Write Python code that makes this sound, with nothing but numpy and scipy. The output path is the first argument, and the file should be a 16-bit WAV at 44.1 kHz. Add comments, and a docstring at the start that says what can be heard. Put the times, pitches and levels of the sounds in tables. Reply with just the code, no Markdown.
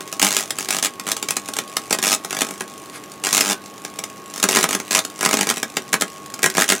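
"""Sharp snaps and short buzzing arcs over a faint fizz: high voltage arcs through bacon on a plate on a bench.
Sparks strike at the mains crests, about 100 a second; each sprays tiny discharges and puffs hot gas.
Filters with the resonances of plate and bench ring to them; the later puffs gain a midrange bark.
Random bubble pops make the fat sizzle, a noise burst is a spit of steam, sines are the transformer's whine,
and shaped noise is outdoor air murmuring through the open door."""
import sys
import numpy as np
from scipy import signal
from scipy.io import wavfile

SR = 44100
rng = np.random.default_rng(int(sys.argv[2]) if len(sys.argv) > 2 else 0)


def dump(signal):
    """Clip the signal to [-1, 1] and save it as 16-bit WAV at the path in sys.argv[1]."""
    limited = np.clip(np.atleast_2d(signal).T, -1, 1)
    pcm = np.round(limited * 32767).astype(np.int16)
    wavfile.write(sys.argv[1], SR, pcm)


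N = 299880
TIME_S = np.arange(N) / SR
MAINS_HZ, FIRST_CREST_S = 49.9707, .00773


def amp(db):
    """Decibels to gain."""
    return 10 ** (np.asarray(db) / 20)


def unit(x):
    """Scales to rms 1."""
    return x / np.sqrt(np.mean(x ** 2) + 1e-20)


def unit_energy(x):
    """Scales to a sum of squares of 1."""
    return unit(x) / np.sqrt(len(x))


def bell(t, width):
    """Gaussian hump of height 1 around t = 0."""
    return np.exp(-(t / width) ** 2 / 2)


def heavy_tail_db(scale_db, size):
    """Random level lift, exponentially distributed and capped at 4 scales."""
    return scale_db * np.minimum(rng.exponential(1, size), 4)


def read(points, hz):
    """Joins (frequency [Hz], value) points on a log-frequency axis."""
    point_hz, value = np.transpose(points)
    return np.interp(np.log(hz + 1), np.log(point_hz), value)


def add(mix, start_s, sound):
    """Mixes a sound in at a time, trimmed to the mix."""
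    at = int(round(start_s * SR))
    part = mix[max(at, 0):max(at + len(sound), 0)]
    part += sound[max(-at, 0):][:len(part)]


# resonances of plate, bench and the corner behind: (frequency [Hz], width [Hz], full lift [dB])
BENCH_MODES = [(195, 93, 8.5), (240.7, 86, 15.5), (376, 23, 14), (439, 61.4, 13.0), (556, 20, 7.5),
               (652, 111, 12.5), (813, 114, 11), (1033, 134, 11.0), (1257, 140, 9), (1412, 177, 8),
               (1517, 8.6, 9.5), (1660, 98, 10.5), (1924, 145, 8.5), (2120, 67, 6), (2293, 65, 6),
               (2473, 73, 5.5)]


def colour(x, spectrum, ring, size=8192):
    """Minimum-phase filter: a smooth spectrum in dB lifted by a share (ring) of the bench resonances."""
    hz = abs(np.fft.fftfreq(size, 1 / SR))
    lift_db = sum(lift / (1 + (2 * (hz - mode_hz) / width_hz) ** 2) for mode_hz, width_hz, lift in BENCH_MODES)
    log_gain = np.log(amp(read(spectrum, hz) + ring * lift_db))
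    response = np.fft.ifft(np.exp(np.conj(signal.hilbert(log_gain)))).real
    return signal.oaconvolve(x, response[:size // 2])[:N]


# spectrum of the background air: (frequency [Hz], relative density [dB/Hz])
AIR_SPECTRUM = [(15, -69), (25, -52), (84, -10.5), (149, -2), (200, -9.5), (301, 0), (936, -9), (1100, -10),
                (1330, -13.5), (2690, -13.5), (4870, -22.5), (8590, -33), (12500, -25), (14000, -24),
                (16000, -36)]


def air(level_db=-41.5, side_db=-19):
    """Steady murmur from yard and shop: shaped noise, mid plus a weaker independent side."""
    mid, side = (unit(colour(rng.standard_normal(N), AIR_SPECTRUM, ring=0.28)) for _ in range(2))
    return amp(level_db) * (mid + amp(side_db) * np.array([side, -side]))


# transformer lines: (multiple of the mains frequency [1], rms level before waver [dB])
HUM_LINES = [(4, -52), (6, -53.5), (8, -83), (16, -58.5), (22, -44.5), (24, -52.5)]


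def transformer(waver_db=2.0, knot_count=40):
    """The iron core hums on even multiples of the mains, each line wavering in level."""
    knots_s = np.linspace(0, N / SR, knot_count)
    hum = np.zeros(N)
    for multiple, level_db in HUM_LINES:
        drift_db = waver_db * np.interp(TIME_S, knots_s, rng.standard_normal(knot_count))
        cycles = multiple * MAINS_HZ * TIME_S + rng.random()
        hum += amp(level_db + drift_db) * np.sqrt(2) * np.sin(2 * np.pi * cycles)
    return hum


# colour of the sizzling fat: (frequency [Hz], relative level [dB])
FAT_SPECTRUM = [(200, -20), (2500, -3.5), (4500, -6), (7000, -10), (10000, -5), (12600, -13), (16000, -39)]
# small sparks creeping along the charred track: (time [s], crack level before trim [dB])
FIZZ_LEVEL = [(0.0, -38.5), (0.65, -36.5), (0.95, -45), (1.2, -38.5), (1.85, -38), (2.2, -40), (2.45, -36),
              (2.7, -39.5), (3.65, -44.5), (4.25, -40.5), (4.7, -35), (5.1, -42), (5.55, -30), (5.7, -40.5),
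              (6.3, -40.5), (6.79, -33)]


def sizzle(pops_per_s=700, size_db=1.0, mean_level_db=-56.5, follow_db_per_db=0.26):
    """Tiny bubbles burst at random in the fat, louder while the fizz heats it."""
    popping = rng.random(N) < pops_per_s / SR
    pops = popping * rng.standard_normal(N) * amp(heavy_tail_db(size_db, N))
    heat_db = np.interp(TIME_S, *np.transpose(FIZZ_LEVEL))
    level_db = mean_level_db + follow_db_per_db * (heat_db - heat_db.mean())
    return amp(level_db) * unit(colour(pops, FAT_SPECTRUM, ring=0.43))


def steam(at_s=2.955, width_s=0.02, peak_db=-37):
    """A pocket of steam escapes with a short soft spit: grainy noise under a bell."""
    spit = rng.standard_normal(N) * rng.exponential(1, N)
    return amp(peak_db) * unit(colour(spit, FAT_SPECTRUM, ring=0.69)) * bell(TIME_S - at_s, width_s)


def crest_at(s):
    """Number of the mains crest nearest to a time."""
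    return int(round((s - FIRST_CREST_S) * 2 * MAINS_HZ))


# Spark levels below are relative, before the source gains in sparks().
# arcs restriking at the crests: (first strike [s], last strike [s], opening crack [dB], closing crack [dB],
# gas puff over crack [dB], forward over reverse half cycles [dB])
ARCS_AT = [(0.22, 0.29, -13, -17, -9, 1), (0.303, 0.44, -18.5, -26, -8.5, 1.5),
           (0.59, 0.65, -21.5, -32, -8.5, 7), (0.69, 0.80, -22.5, -18, -5, 9.5),
           (0.83, 0.87, -16, -20, -10, 1), (1.07, 1.13, -23, -31, -1.5, 0.5),
           (1.57, 1.59, -22.5, -19, -5.5, 17), (1.91, 1.95, -20, -23.5, 0.5, 11),
           (2.03, 2.15, -16.5, -16.5, -6.5, -1.5), (2.31, 2.39, -23, -23, -2, 21),
           (2.43, 2.51, -27.5, -29.5, -0.5, 19), (3.24, 3.32, -15.5, -27.5, -6, 4),
           (3.33, 3.41, -12.5, -20.5, -8.5, 3.5), (3.42, 3.53, -21.5, -18, -4, -0.5),
           (4.34, 4.40, -29.5, -26, -6.5, -11), (4.49, 4.61, -15, -18, -5, 8),
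           (4.69, 4.75, -22, -14.5, -2.5, 12), (4.91, 4.99, -18, -17.5, -5.5, 2),
           (5.19, 5.25, -28.5, -14, -0.5, 12), (5.29, 5.43, -24, -17.5, -1, 15),
           (5.47, 5.51, -20, -22.5, 1.5, 17), (6.59, 6.64, -16, -18.5, -6, 1),
           (6.68, 6.76, -23, -25.5, -15.5, 3)]
# single snaps across the charred track, alone or amid an arc: (time [s], crack [dB], gas puff [dB])
SNAPS_AT = [(0.01, -30.5, -30.5), (0.13, -25, -31.5), (0.20, -17, -27), (0.37, -12.5, -23),
            (0.51, -18.5, -32.5), (0.71, -15, -30), (1.00, -26.5, -31.5), (1.12, -14.5, -29),
            (1.17, -24, -30.5), (1.23, -21, -27), (1.29, -19.5, -29), (1.31, -15, -31),
            (1.37, -17.5, -27.5), (1.49, -25.5, -24.5), (1.54, -24.5, -37), (1.77, -15, -20.5),
            (1.93, -11.5, -19), (1.99, -22, -22.5), (2.25, -25, -26.5), (2.61, -25, -23),
            (3.41, -10.5, -15.5), (3.85, -27.5, -29), (3.99, -23.5, -31), (4.04, -24.5, -33),
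            (4.80, -26.5, -27), (4.95, -11, -20), (5.05, -23.5, -29), (5.57, -25.5, -24.5),
            (5.63, -19.5, -20.5), (5.77, -17.5, -17.5), (6.34, -26.5, -36), (6.39, -31.5, -30.5),
            (6.46, -13, -15), (6.50, -22.5, -36), (6.55, -26, -25), (6.62, -14.5, -17.5),
            (6.72, -12.5, -14.5)]
# a leading spark lights the fat, the next crest sets it off: (flash time [s], crack [dB], gas puff [dB])
FLASHES_AT = [(2.42, -16, -15), (3.38, -12.5, -16.5), (4.44, -11.5, -13.5), (4.57, -12, -10),
              (4.64, -14, -13), (5.26, -13.5, -13), (5.34, -15.5, -9.5), (5.50, -14, -19.5),
              (5.94, -14, -12.5), (6.02, -15.5, -17), (6.44, -12.5, -13.5), (6.58, -16.5, -10.5),
              (6.70, -12, -17.5)]
LEADER_CRACK_DB, LEADER_PUFF_DB = -1.6, -8  # relative to the flash


def strikes(fizz_spread_db=5.0, arc_spread_db=2.5, polarity_db=3.5, fizz_trim_db=-5.0, fizz_puff_db=-13,
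            gas_spread_db=1.0, jitter_s=.00035):
    """One spark per crest, rows (s, crack dB, puff dB): fizz unless an arc, snap or flash takes the crest."""
    crest = np.arange(int(N / SR * 2 * MAINS_HZ))
    luck, gas, late = rng.standard_normal((len(crest), 3)).T
    luck = 2 * np.tanh(luck / 2)
    way = 1 - 2 * (crest % 2)  # +1 forward, -1 reverse: the gap breaks down more easily one way round
    s = FIRST_CREST_S + crest / (2 * MAINS_HZ) + jitter_s * late

    crack = np.interp(s, *np.transpose(FIZZ_LEVEL)) + fizz_trim_db
    crack += fizz_spread_db * luck - polarity_db * way
    puff = crack + fizz_puff_db + gas_spread_db * gas

    for first_s, last_s, opening_db, closing_db, gas_db, lopsided_db in ARCS_AT:
        k = np.arange(crest_at(first_s), crest_at(last_s) + 1)
        weak_way_db = np.minimum(lopsided_db * way[k], 0)
        crack[k] = np.linspace(opening_db, closing_db, len(k)) + weak_way_db + arc_spread_db * luck[k]
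        puff[k] = crack[k] + gas_db + gas_spread_db * gas[k]
    for at_s, crack_db, puff_db in SNAPS_AT:
        k = crest_at(at_s)
        crack[k], puff[k] = crack_db, puff_db
    for at_s, crack_db, puff_db in FLASHES_AT:
        k = crest_at(at_s)
        crack[k - 1], puff[k - 1] = crack_db + LEADER_CRACK_DB, puff_db + LEADER_PUFF_DB
        crack[k], puff[k] = crack_db, puff_db
    return np.column_stack([s, crack, puff])


def flame(flares, low_hz=1280, high_hz=2350, level_db=24, dry_s=5.13, over_s=1.0):
    """As the meat dries, the puffs ignite the fat and gain a hard bark in the midrange."""
    dryness = 1 / (1 + np.exp((dry_s - TIME_S) / over_s))
    band = signal.butter(2, [low_hz, high_hz], "bandpass", fs=SR, output="sos")
    return amp(level_db) * signal.sosfilt(band, flares * dryness)


# colour of a discharge: (frequency [Hz], relative level [dB])
CRACK_SPECTRUM = [(30, -47), (100, -12.5), (200, -20), (600, -11.5), (1500, -9.5), (2700, 3.5), (4700, 1),
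                  (6500, 6), (8500, 3), (11000, -1.5), (12600, -8), (14000, -6.5), (16000, -12.5)]
# colour of its gas puff: (frequency [Hz], relative level [dB])
PUFF_SPECTRUM = [(25, -29), (90, -16), (165, -0.5), (260, -6.5), (400, -2.5), (650, -2), (1000, 2),
                 (1600, 5.5), (2500, 7.5), (5000, -10), (12000, -55)]
BURN_S, GROWTH_PER_DB = .0018, .008  # burn scale at a -20 dB crack, and its exponential growth


def sparks(grain_db=3.5, swell_s=0.00063, collapse_s=0.00017, lag_s=0.001507, turbulence=1.0, spatter=0.15,
           crack_db=26, puff_db=16.5, size=768):
    """Sparks spray tiny discharges; the heated gas swells, then collapses as the current stops."""
    cracks, puffs, flares = np.zeros((3, N))
    t = (np.arange(size) - size // 2) / SR
    for s, crack, puff in strikes():
        hiss, eddies, fire = rng.standard_normal((3, size))
        burn_s = BURN_S * np.exp(GROWTH_PER_DB * (crack + 20))  # strong sparks burn longer
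        burn = bell(t ** 2 / burn_s, burn_s) * bell(t, burn_s)
        burn += spatter * bell(t - burn_s, burn_s)  # fat spatters just after the crest
        spray = hiss * amp(heavy_tail_db(grain_db, size)) * burn

        swell = bell(t - lag_s + swell_s, swell_s) / swell_s
        collapse = np.exp(-abs(t - lag_s) / collapse_s) / collapse_s
        hot = bell(t - lag_s / 2, burn_s / 2)
        push = unit(swell - collapse) + turbulence * unit(eddies * hot)

        add(cracks, s + t[0], amp(crack) * unit_energy(spray))
        add(puffs, s + t[0], amp(puff) * unit_energy(push))
        add(flares, s + t[0], amp(puff) * unit_energy(fire * hot))
    discharge = amp(crack_db) * colour(cracks, CRACK_SPECTRUM, ring=.85)
    gas = colour(amp(puff_db) * puffs + flame(flares), PUFF_SPECTRUM, ring=0.92)
    return discharge + gas


# workshop reverberation: (frequency [Hz], t60 [s])
ROOM_DECAY = [(150, 0.13), (400, 0.17), (1000, 0.12), (3000, 0.12), (7000, 0.095), (15000, 0.086)]
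# side of the echo tail, how much the two microphone ports differ: (frequency [Hz], side gain [dB])
TAIL_WIDTH = [(200, -9), (1200, -56), (5000, -15.5)]


def workshop(x, wet_db=-6.0, build_s=0.0014, wander_hz=3.1, spot_count=5):
    """Reflections from bench and shelves blur into a short decaying tail with a weaker side part."""
    shape = (spot_count, 2, SR // 2)  # spot, mid/side, sample
    taps = rng.standard_normal(shape) * (rng.random(shape) < .3)
    hz, t, z = signal.stft(taps, SR, nperseg=128)
    z *= amp(-60 * t / read(ROOM_DECAY, hz)[:, None])
    z[:, 1] *= amp(read(TAIL_WIDTH, hz))[:, None]
    tails = signal.istft(z, SR, nperseg=128)[1]
    tails *= 1 - np.exp(-(TIME_S[:tails.shape[-1]] / build_s) ** 2)
    tails *= amp(wet_db) / np.linalg.norm(tails[:, :1], axis=2, keepdims=True)
    # the arc wanders over the meat in a cycle of spots, each answered by its own pattern of echoes
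    cycles = wander_hz * TIME_S + np.arange(spot_count)[:, None] / spot_count
    spots = np.maximum(np.cos(2 * np.pi * cycles), 0) ** 2
    spots /= np.linalg.norm(spots, axis=0)
    mid, side = signal.fftconvolve((x * spots)[:, None], tails, axes=2)[..., :N].sum(0)
    return x + mid + np.array([side, -side])


def scene():
    """Sparks, sizzle and steam with room echoes; transformer and air added without; right slightly louder."""
    bench = workshop(sparks() + sizzle() + steam())
    return (bench + transformer() + air()) * amp([[-.2], [.2]])


def record(dry, ceiling=1.25, edge_hz=16050):
    """The loudest snaps overload the microphone softly (tanh); then a low-pass sets the band limit."""
    low_pass = signal.firwin(401, edge_hz, window=("kaiser", 8), fs=SR)
    return signal.oaconvolve(ceiling * np.tanh(dry / ceiling), low_pass[None], "same")


dry = scene()
out = record(dry)
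dump(out)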